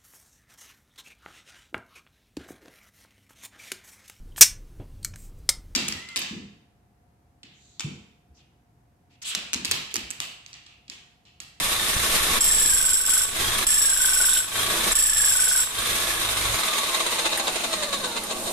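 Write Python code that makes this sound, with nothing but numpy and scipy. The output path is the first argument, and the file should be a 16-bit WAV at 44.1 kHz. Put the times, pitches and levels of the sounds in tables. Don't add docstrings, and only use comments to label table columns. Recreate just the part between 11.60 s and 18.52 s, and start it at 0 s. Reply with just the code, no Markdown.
import sys
import numpy as np
from scipy import signal
from scipy.fft import rfft, irfft, next_fast_len
from scipy.io import wavfile
from scipy.ndimage import uniform_filter1d, minimum_filter1d, map_coordinates

SR = 44100
rng = np.random.default_rng(int(sys.argv[2]) if len(sys.argv) > 2 else 0)


def materialize(psi):
    bounded = np.clip(np.atleast_2d(psi).T, -1, 1)
    quanta = np.round(bounded * 32767).astype(np.int16)
    wavfile.write(sys.argv[1], SR, quanta)


N = 305169
TIME = np.arange(N) / SR


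def undb(db):
    return 10 ** (np.asarray(db) / 20)


def unit(x):
    return x / np.sqrt(np.mean(x ** 2))


def curves(table):
    s, *columns = np.transpose(table)
    return [np.interp(TIME, s, c) for c in columns]


def colour(x, points):
    hz, db = np.transpose(points)
    size = next_fast_len(x.shape[-1] + 4096)
    f = np.maximum(np.fft.rfftfreq(size, 1 / SR), 1)
    gain = undb(np.interp(np.log(f), np.log(hz), db))
    return irfft(rfft(x, size) * gain, size)[..., :x.shape[-1]]


def resonate(x, hz, width_hz):
    return signal.lfilter(*signal.iirpeak(hz, hz / width_hz, fs=SR), x)


def resonate_twice(x, hz, width_hz):
    return resonate(resonate(x, hz, width_hz), hz, width_hz)


def walk(rate):
    return unit(np.interp(TIME * rate, np.arange(N), rng.standard_normal(N)))


def grains(rate, spread_db):
    clicks = rng.random(N) < rate / SR
    return unit(clicks * rng.choice([-1, 1], N) * undb(spread_db * rng.standard_normal(N)))


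def hump(s, half_s):
    return np.exp(-((TIME - s) / half_s) ** 2)


def spread(pair):
    mid, side = pair
    side = colour(side, [(200, -16.5), (500, -9.5), (1200, -3.0), (3000, -0.5)])
    return unit(np.array([mid + side, mid - side]))


def stereo_noise():
    return rng.standard_normal((2, N))


# start t/s, end t/s, blow level/dB, full loss of speed/(turns per s),
# time constant of that loss t/s, added gear whine level/dB
PUSHES = [(.79, 1.637, -.5, 6.36, .3744, -1.5), (2.048, 2.792, -.5, 4.734, .1666, 2.5),
          (3.298, 3.332, -17, 0, .3, 0), (3.333, 3.982, 2, 6.931, .4797, 4), (3.983, 4.02, -3, 0, .3, -4)]
# f/Hz, width f/Hz, level/dB
CHISEL = [(3395, 310, -18), (5494, 150, -13), (7693, 63, -0.5), (7960, 61, -13), (10670, 105, -3.5),
          (13800, 65, -3.5)]
# f/Hz, level/dB
CRACK = [(300, -19), (1200, 16), (3500, 6.5), (7000, 8), (9000, 8), (11300, 16.5), (12500, -22.5)]
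BLOW_DB = -9
SEAT_SHIFT_S = 4.5e-5
PORT_LAG = -7


def blows(turns, lag=.15, bounce_db=-2, crack_db=-8.0, contact_s=0.005, chatter_db=-21, grind=0.9,
          uneven_db=1.5):
    count = 6
    hits = np.interp(np.arange(int(turns[-1])) + lag, turns, TIME)
    place, size = rng.random((len(hits), count)), rng.standard_normal((len(hits), count))
    order = np.arange(count)
    times = hits[:, None] + .0056 * (order + (order > 0) * (place - .5) * 1.4)
    bounces_db = (order > 0) * (bounce_db + 3.5 * size)
    sizes = undb(bounces_db - 2.66 * order + uneven_db * size[:, :1])
    taps = np.zeros(N)
    for start, end, db, *_ in PUSHES:
        pressed = (hits > start) & (hits < end)
        taps[(times[pressed] * SR).astype(int)] = sizes[pressed] * undb(db)
    t = TIME[:SR // 4]
    decay = np.exp(-t / contact_s) + undb(chatter_db) * np.exp(-t / 0.04)
    force = signal.fftconvolve(taps, decay)[:N]
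    contact = unit(taps) + grind * unit(force * stereo_noise())
    ring = unit(sum(undb(db) * resonate(contact, hz, width) for hz, width, db in CHISEL))
    seated = np.arange(N) + SEAT_SHIFT_S * SR * walk(120)
    ring = np.array([map_coordinates(side, [seated], mode="nearest") for side in ring])
    ring[1] = np.roll(ring[1], PORT_LAG)
    crack = unit(colour(force * stereo_noise(), CRACK))
    busy = sum(end - start for start, end, *_ in PUSHES) / TIME[-1]
    return undb(BLOW_DB) * np.sqrt(busy) * unit(ring + undb(crack_db) * crack)


FREE_SPEED, RECOVER_S, START_TURN = 29.802, .2985, .088
OFF_S, FRICTION, EVEN_SPEED = 4.487, 5.9855, 21.043


def crank():
    speed = np.full(N, FREE_SPEED)
    for start, end, _, sag, sag_s, _ in PUSHES:
        bogged = 1 - np.exp(-np.clip(TIME - start, 0, end - start) / sag_s)
        speed = speed - sag * bogged * np.exp(-np.maximum(TIME - end, 0) / RECOVER_S)
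    off_angle = np.arctan(np.interp(OFF_S, TIME, speed) / EVEN_SPEED)
    braked = off_angle - FRICTION / EVEN_SPEED * (TIME - OFF_S)
    return np.where(TIME < OFF_S, speed, EVEN_SPEED * np.tan(braked))


GRIP_S = 0.048


def pushing():
    held = sum(((TIME > start) & (TIME < end)) * np.array([[1.], [whine_db]])
               for start, end, *_, whine_db in PUSHES)
    keep = np.exp(-1 / (GRIP_S * SR))
    return signal.lfilter([1 - keep], [1, -keep], held)


def stroke(turns, centre, width):
    phase = (turns - centre + .5) % 1 - .5
    return unit(np.exp(-.5 * (phase / width) ** 2))


# f/Hz, width f/Hz, level/dB
HOUSING = [(345, 29, 2), (585, 200, -3), (850, 120, -1), (1090, 130, -2.5), (1540, 120, -5.5),
           (2045, 72, 2), (2540, 300, -4), (3040, 72, -9), (3720, 146, 2), (4140, 200, -8),
           (6560, 240, -1.5), (6900, 200, -7)]


def housing(x):
    vary_db, knocks_per_s = 3.5, 16
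    return sum(undb(db + vary_db * walk(knocks_per_s)) * resonate(x, hz, width)
               for hz, width, db in HOUSING)


# f/Hz, level/dB
RATTLE = [(120, -68), (190, -1), (235, -21), (285, -40), (340, -29), (400, 5.5), (720, 10), (870, 5.5),
          (1130, 16), (1400, 7.5), (2400, 2.5), (2950, -4.5), (3450, 4.5), (3950, 3.5), (4500, -9.5),
          (7000, -9), (14000, -2.5)]
# f/Hz, level/dB
COAST = [(60, -50), (105, 7), (150, -16), (225, 0.5), (295, 1), (420, 7), (620, 10.5), (780, 4.5),
         (1150, 6), (1420, 0.5), (2000, -3.5), (2600, -3.5), (3600, -2), (4100, -1), (4800, -6),
         (6000, -9.5), (9000, -11), (14000, -31)]
RATTLE_DB, RATTLE_PUSHED_DB, RATTLE_FALL_DB = -29.5, 3, 1.9
LIMP_SPEED, LIMP_FALL_DB = 11.2, 6
KNOCK_SHARE, KNOCK_PER_OCTAVE, KNOCK_MOST = 0.25, 0.4, 0.6


def rattle(turns, speed, knock, ring_fast_db=-7, ring_slow_db=5):
    knock = np.clip(knock, 0, 1)
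    load = np.sqrt(1 - knock + knock * stroke(turns, centre=0.0012, width=0.082) ** 2)
    uneven = undb(.7 * walk(45) + 1.5 * walk(400))
    chatter = spread([grains(rate=5000, spread_db=1.5) for _ in range(2)]) * load * uneven
    ring = housing(chatter)
    roar = unit(colour(chatter + undb(ring_fast_db) * ring, RATTLE))
    clatter = unit(colour(chatter + undb(ring_slow_db) * ring, COAST))
    fast = np.clip((speed - 14) / 13, 0, 1)
    return np.sqrt(fast) * roar + np.sqrt(1 - fast) * clatter


# t/s, f/Hz
WHINE = [(0, 1780), (.8, 1775), (1.05, 1690), (1.2, 1520), (1.62, 1480), (1.8, 1590), (2.05, 1710),
         (2.22, 1690), (2.35, 1530), (2.8, 1480), (3.0, 1610), (3.3, 1740), (3.55, 1710), (3.67, 1610),
         (3.76, 1510), (3.98, 1480), (4.2, 1610), (4.487, 1730)]
# t/s, half length t/s, level/dB against the whine
SQUEALS = [(1.87, .04, 1), (1.95, .03, -1), (3.01, .07, -3), (4.17, .03, -5)]
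# f/Hz, level/dB
GEARBOX = [(340, 4), (400, -2), (480, 4), (620, 10), (720, 2), (820, 6), (980, 2), (1130, 9), (1350, -1),
           (1450, 2.5), (1580, 0), (1780, 3), (2200, -4), (2650, -8), (2950, 2), (3250, 4), (3450, 1),
           (3650, 3.5), (4200, -12), (5500, -18)]
GEAR_TEETH = 60
GEAR_DB, GEAR_PUSHED_DB, GEAR_FALL_DB = -35.5, 12, .3
GEAR_STRAIN_DB, GEAR_LIMP_DB = 7.5, 7.5
FREE_WHINE_HZ, STRAIN_HZ = 1780, 290
SLACK_RASP_HZ, SLACK_RASP_WIDTH_HZ, SLACK_RASP_DB = 3700, 700, -10
COAST_WHINE_DB = 3
CRAWL_SPEED, CRAWL_OVERTONE_DB = 13, 11


def gears(turns, speed, pushed, gear_db, surge=0.013, flutter=0.055, strain_flutter=.035,
          slack_flutter=.015, second_db=-6, third_db=-8, rasp_db=-11):
    slack = 1 - pushed
    coasting = np.clip((24 - speed) / 4, 0, 1)
    crawling = np.clip((CRAWL_SPEED - speed) / 5, 0, 1)
    hz = np.where(TIME < OFF_S, curves(WHINE)[0], GEAR_TEETH * speed)
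    strain = pushed * np.clip((FREE_WHINE_HZ - hz) / STRAIN_HZ, 0, 1)
    surging_hz = hz * (1 + surge * np.cos(2 * np.pi * turns))
    mesh = np.cumsum(surging_hz) / SR + 0.32 * (1 - .35 * coasting) * walk(35)
    squeal = np.sin(4 * np.pi * mesh) * sum(undb(db) * hump(s, half_s) for s, half_s, db in SQUEALS)
    depth = flutter + strain_flutter * strain + slack_flutter * slack * (1 - coasting)
    mesh = 2 * np.pi * (mesh + depth * np.array([walk(350), walk(350)]))
    overtones = undb(second_db) * np.sin(2 * mesh) + undb(third_db) * np.sin(3 * mesh)
    squeeze = (1 - .5 * slack) * (1 - .3 * coasting) * stroke(turns, centre=0.01, width=0.085)
    steady = .34 + .35 * (1 - strain) * (1 - .5 * pushed) + .2 * coasting
    pressure = (steady + squeeze) * undb(1.4 * walk(40))
    rasp = unit(resonate_twice(stereo_noise(), 1730, 260)) * (1 - coasting) * (1 - strain)
    grate = unit(resonate_twice(stereo_noise(), SLACK_RASP_HZ, SLACK_RASP_WIDTH_HZ))
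    grate = grate * undb(SLACK_RASP_DB) * (1 - coasting)
    fundamental = np.sin(mesh) * undb(COAST_WHINE_DB * coasting)
    whirr = slack * (overtones * undb(CRAWL_OVERTONE_DB * crawling) + grate)
    teeth = fundamental + whirr + squeal + undb(rasp_db) * rasp
    return unit(colour(teeth * pressure, GEARBOX)) * undb(gear_db + GEAR_STRAIN_DB * strain)


# t/s, level/dB, pitch f/Hz, bright tick level/dB, decay t/s
CLACKS = [(.162, -18, 3470, -24, .012), (2.688, -6.5, 3400, -28, .018), (2.724, -9, 3530, -28, .018),
          (2.750, -9, 3400, -28, .018), (2.771, -2, 3220, -28, 0.0097), (3.276, -12, 1300, -20, .008),
          (3.895, -2, 5440, -23, 0.017), (5.774, -8, 1700, -9, .007), (5.87, -19, 3900, -9, 0.007),
          (6.636, -29, 1900, 6, .006)]


def clacks():
    noise, out = rng.standard_normal(N), np.zeros(N)
    tick = colour(noise, [(3000, -24), (7000, -17), (11000, -0.5), (14000, -10)])
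    for s, db, hz, tick_db, decay_s in CLACKS:
        clack = resonate_twice(noise, hz, .27 * hz) + undb(tick_db) * tick
        decay = (TIME >= s) * np.exp(-abs(TIME - s) / decay_s)
        out += undb(db) * decay * clack
    return out + housing(out)


# f/Hz, level/dB
FAN = [(100, 4.5), (600, 11.5), (3300, 3), (5500, 0.5), (9000, -5.5), (11000, 2), (14000, -1.5)]
FAN_DB, FAN_PUSHED_DB, FAN_FALL_DB = -29, 5.5, 9


def fan(slowed, pushed):
    fan_db = FAN_DB + FAN_PUSHED_DB * pushed - FAN_FALL_DB * slowed
    return unit(colour(spread(stereo_noise()), FAN)) * undb(fan_db + 2.0 * walk(70))


# f/Hz, level/dB
FLOOR = [(20, 2), (55, -3.5), (110, 2.5), (170, -25), (900, -37)]
SWAY_DB, SWAY_PUSHED_DB, SWAY_FALL_DB = -48.5, 26, 39.5
BOOM_DB, BOOM_PUSHED_DB = -48, 7.5
HOP_SPEED, HOP_WIDTH, HOP_DB, SETTLE_SPEED, SETTLE_DB = 23, 2.1, 11.5, 22.1, -32


def rumble(turns, speed, pushed):
    sway_db = SWAY_DB + SWAY_PUSHED_DB * pushed - SWAY_FALL_DB * np.log2(FREE_SPEED / speed)
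    hopping = (TIME > OFF_S) * np.exp(-((speed - HOP_SPEED) / HOP_WIDTH) ** 2)
    settled = np.clip(SETTLE_SPEED - speed, 0, 1)
    boom_db = BOOM_DB + BOOM_PUSHED_DB * pushed + HOP_DB * hopping + SETTLE_DB * settled
    sway = unit(np.sin(2 * np.pi * turns) * undb(1.0 * walk(9.9)))
    recoil = np.diff(np.floor(turns + 0.067), prepend=0) * undb(3.2 * walk(25))
    boom = unit(colour(resonate(recoil, 104, 16) + 1.4 * resonate(recoil, 54, 18), FLOOR))
    return sway * undb(sway_db) + boom * undb(boom_db)


# f/Hz, level/dB
BUZZ = [(100, -37), (165, -9), (230, 8), (285, -6), (335, 14.5), (420, 1), (620, 10), (850, 1),
        (1100, -5.5), (2000, -31)]
# t/s, half length t/s, level/dB
SHIFTS = [(0.72, 0.14, -56), (3.15, 0.083, -36.5), (3.278, 0.019, -27.5), (6.904, 0.14, -34.5)]
# f/Hz, level/dB
ROLL = [(40, -23), (90, -4), (140, -14), (200, 7), (260, 2.5), (500, -22)]
BUZZ_DB, BUZZ_PUSHED_DB = -40.5, -9
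SCRAPE_DB = -3.5
ROLL_SPEED, ROLL_DB = 15, -43


def casing(speed, pushed):
    shifted = sum(undb(db) * hump(s, half_s) for s, half_s, db in SHIFTS)
    buzz = unit(colour(spread(stereo_noise()), BUZZ))
    scrape = unit(colour(stereo_noise(), [(600, 2), (3000, 3), (11000, 12)]))
    roll = unit(colour(spread(stereo_noise()), ROLL)) * np.clip((ROLL_SPEED - speed) / 4, 0, 1)
    buzzing = buzz * (undb(BUZZ_DB + BUZZ_PUSHED_DB * pushed) + shifted)
    return buzzing + scrape * undb(SCRAPE_DB) * shifted + roll * undb(ROLL_DB)


# t/s, level/dB
DRAUGHT = [(0, -39), (.3, -65), (.42, -42), (.8, -34), (1.13, -26.5), (1.25, -31.5), (4.2, -71),
           (6.92, -52)]
# t/s, half length t/s, level/dB
BUMPS = [(0.367, 0.0016, -20), (1.142, 0.0026, -16), (2.072, 0.0037, -16.5)]


def draught(apart=0.55):
    eddies = rng.standard_normal(N) + apart * stereo_noise()
    air = unit(colour(eddies, [(12, 7.5), (30, -8), (60, -4.5), (130, -11.5), (500, -7), (2000, -74)]))
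    bumps = sum(undb(db) * hump(s, half_s) for s, half_s, db in BUMPS)
    return air * undb(curves(DRAUGHT)[0] + 2 * walk(63)) + bumps


def room(x, wet_db=-6, t60=.33):
    t = TIME[:SR // 2]
    tail = spread(rng.standard_normal((2, len(t)))) * undb(-60 * t / t60) * (t > .004)
    tail = unit(tail) / np.sqrt(len(t))
    return x + undb(wet_db) * signal.fftconvolve(x, tail, axes=1)[:, :N]


# t/s, level/dB
SWELL = [(0, 0.5), (.25, -0.5), (.7, 3.5), (1.2, 0), (1.9, 1), (2.4, 2.5), (2.95, 0.5), (3.3, 2), (3.9, 4),
         (4.25, 0.5), (4.7, -1), (5.0, 1), (6.0, 4), (6.92, 4.5)]


def scene():
    speed, (pushed, whine_db) = crank(), pushing()
    turns = START_TURN + np.cumsum(speed) / SR
    slowed = np.log2(FREE_SPEED / speed)
    limp = np.maximum(np.log2(LIMP_SPEED / speed), 0)
    rattle_db = RATTLE_DB + RATTLE_PUSHED_DB * pushed - RATTLE_FALL_DB * slowed - LIMP_FALL_DB * limp
    gear_db = GEAR_DB + GEAR_PUSHED_DB * pushed + whine_db - GEAR_FALL_DB * slowed - GEAR_LIMP_DB * limp
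    knock = np.minimum(KNOCK_SHARE + KNOCK_PER_OCTAVE * slowed, KNOCK_MOST)
    running = rattle(turns, speed, knock) * undb(rattle_db) + fan(slowed, pushed)
    running = running * undb(curves(SWELL)[0])
    chisel = room(blows(turns), wet_db=-7, t60=.36)
    machine = room(running + clacks(), wet_db=-4.5, t60=0.079)
    whine = room(gears(turns, speed, pushed, gear_db), wet_db=-9, t60=.25)
    airborne = undb(-2.0) * (machine + whine + chisel)
    return airborne + rumble(turns, speed, pushed) + casing(speed, pushed) + draught()


def gain_control(x, top_db=-14.5, hold_s=0.12, release_db_per_s=170):
    ahead_s, smooth_s = .022, .006
    half = int(0.032 * SR / 2)
    power = uniform_filter1d(np.mean(x ** 2, axis=0), 2 * half + 1, origin=half)
    cut_db = np.minimum(top_db - 10 * np.log10(np.maximum(power, 1e-12)), 0)
    half = int(hold_s * SR / 2)
    held_db = minimum_filter1d(cut_db, 2 * half + 1, origin=half)
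    rise_db = release_db_per_s * TIME
    gain_db = np.minimum.accumulate(held_db - rise_db) + rise_db
    smooth_db = uniform_filter1d(gain_db, int(smooth_s * SR))
    return x * undb(np.interp(TIME + ahead_s, TIME, smooth_db))


# f/Hz, level/dB
LEFT_PORT = [(60, 4.5), (700, -4), (3300, 7), (5500, 6), (7700, 8.5), (9000, 7), (10000, 5.5), (11000, 9),
             (12500, 5.5), (14000, 0)]
# f/Hz, level/dB
RIGHT_PORT = [(60, 3.5), (700, -5), (3300, 7), (5500, 6.5), (7700, 11), (9000, 18), (10000, 9.5),
              (11000, 0), (12500, 1.5), (14000, -3)]
TOP_HZ = 14300


def record(dry, ceiling=0.23):
    ports = np.array([colour(dry[0], LEFT_PORT), colour(dry[1], RIGHT_PORT)])
    heard = gain_control(ports)
    rounded = heard / (1 + (heard / ceiling) ** 4) ** (1 / 4)
    return signal.sosfilt(signal.ellip(10, .2, 70, TOP_HZ, fs=SR, output="sos"), rounded)


dry = scene()
out = record(dry)
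materialize(out)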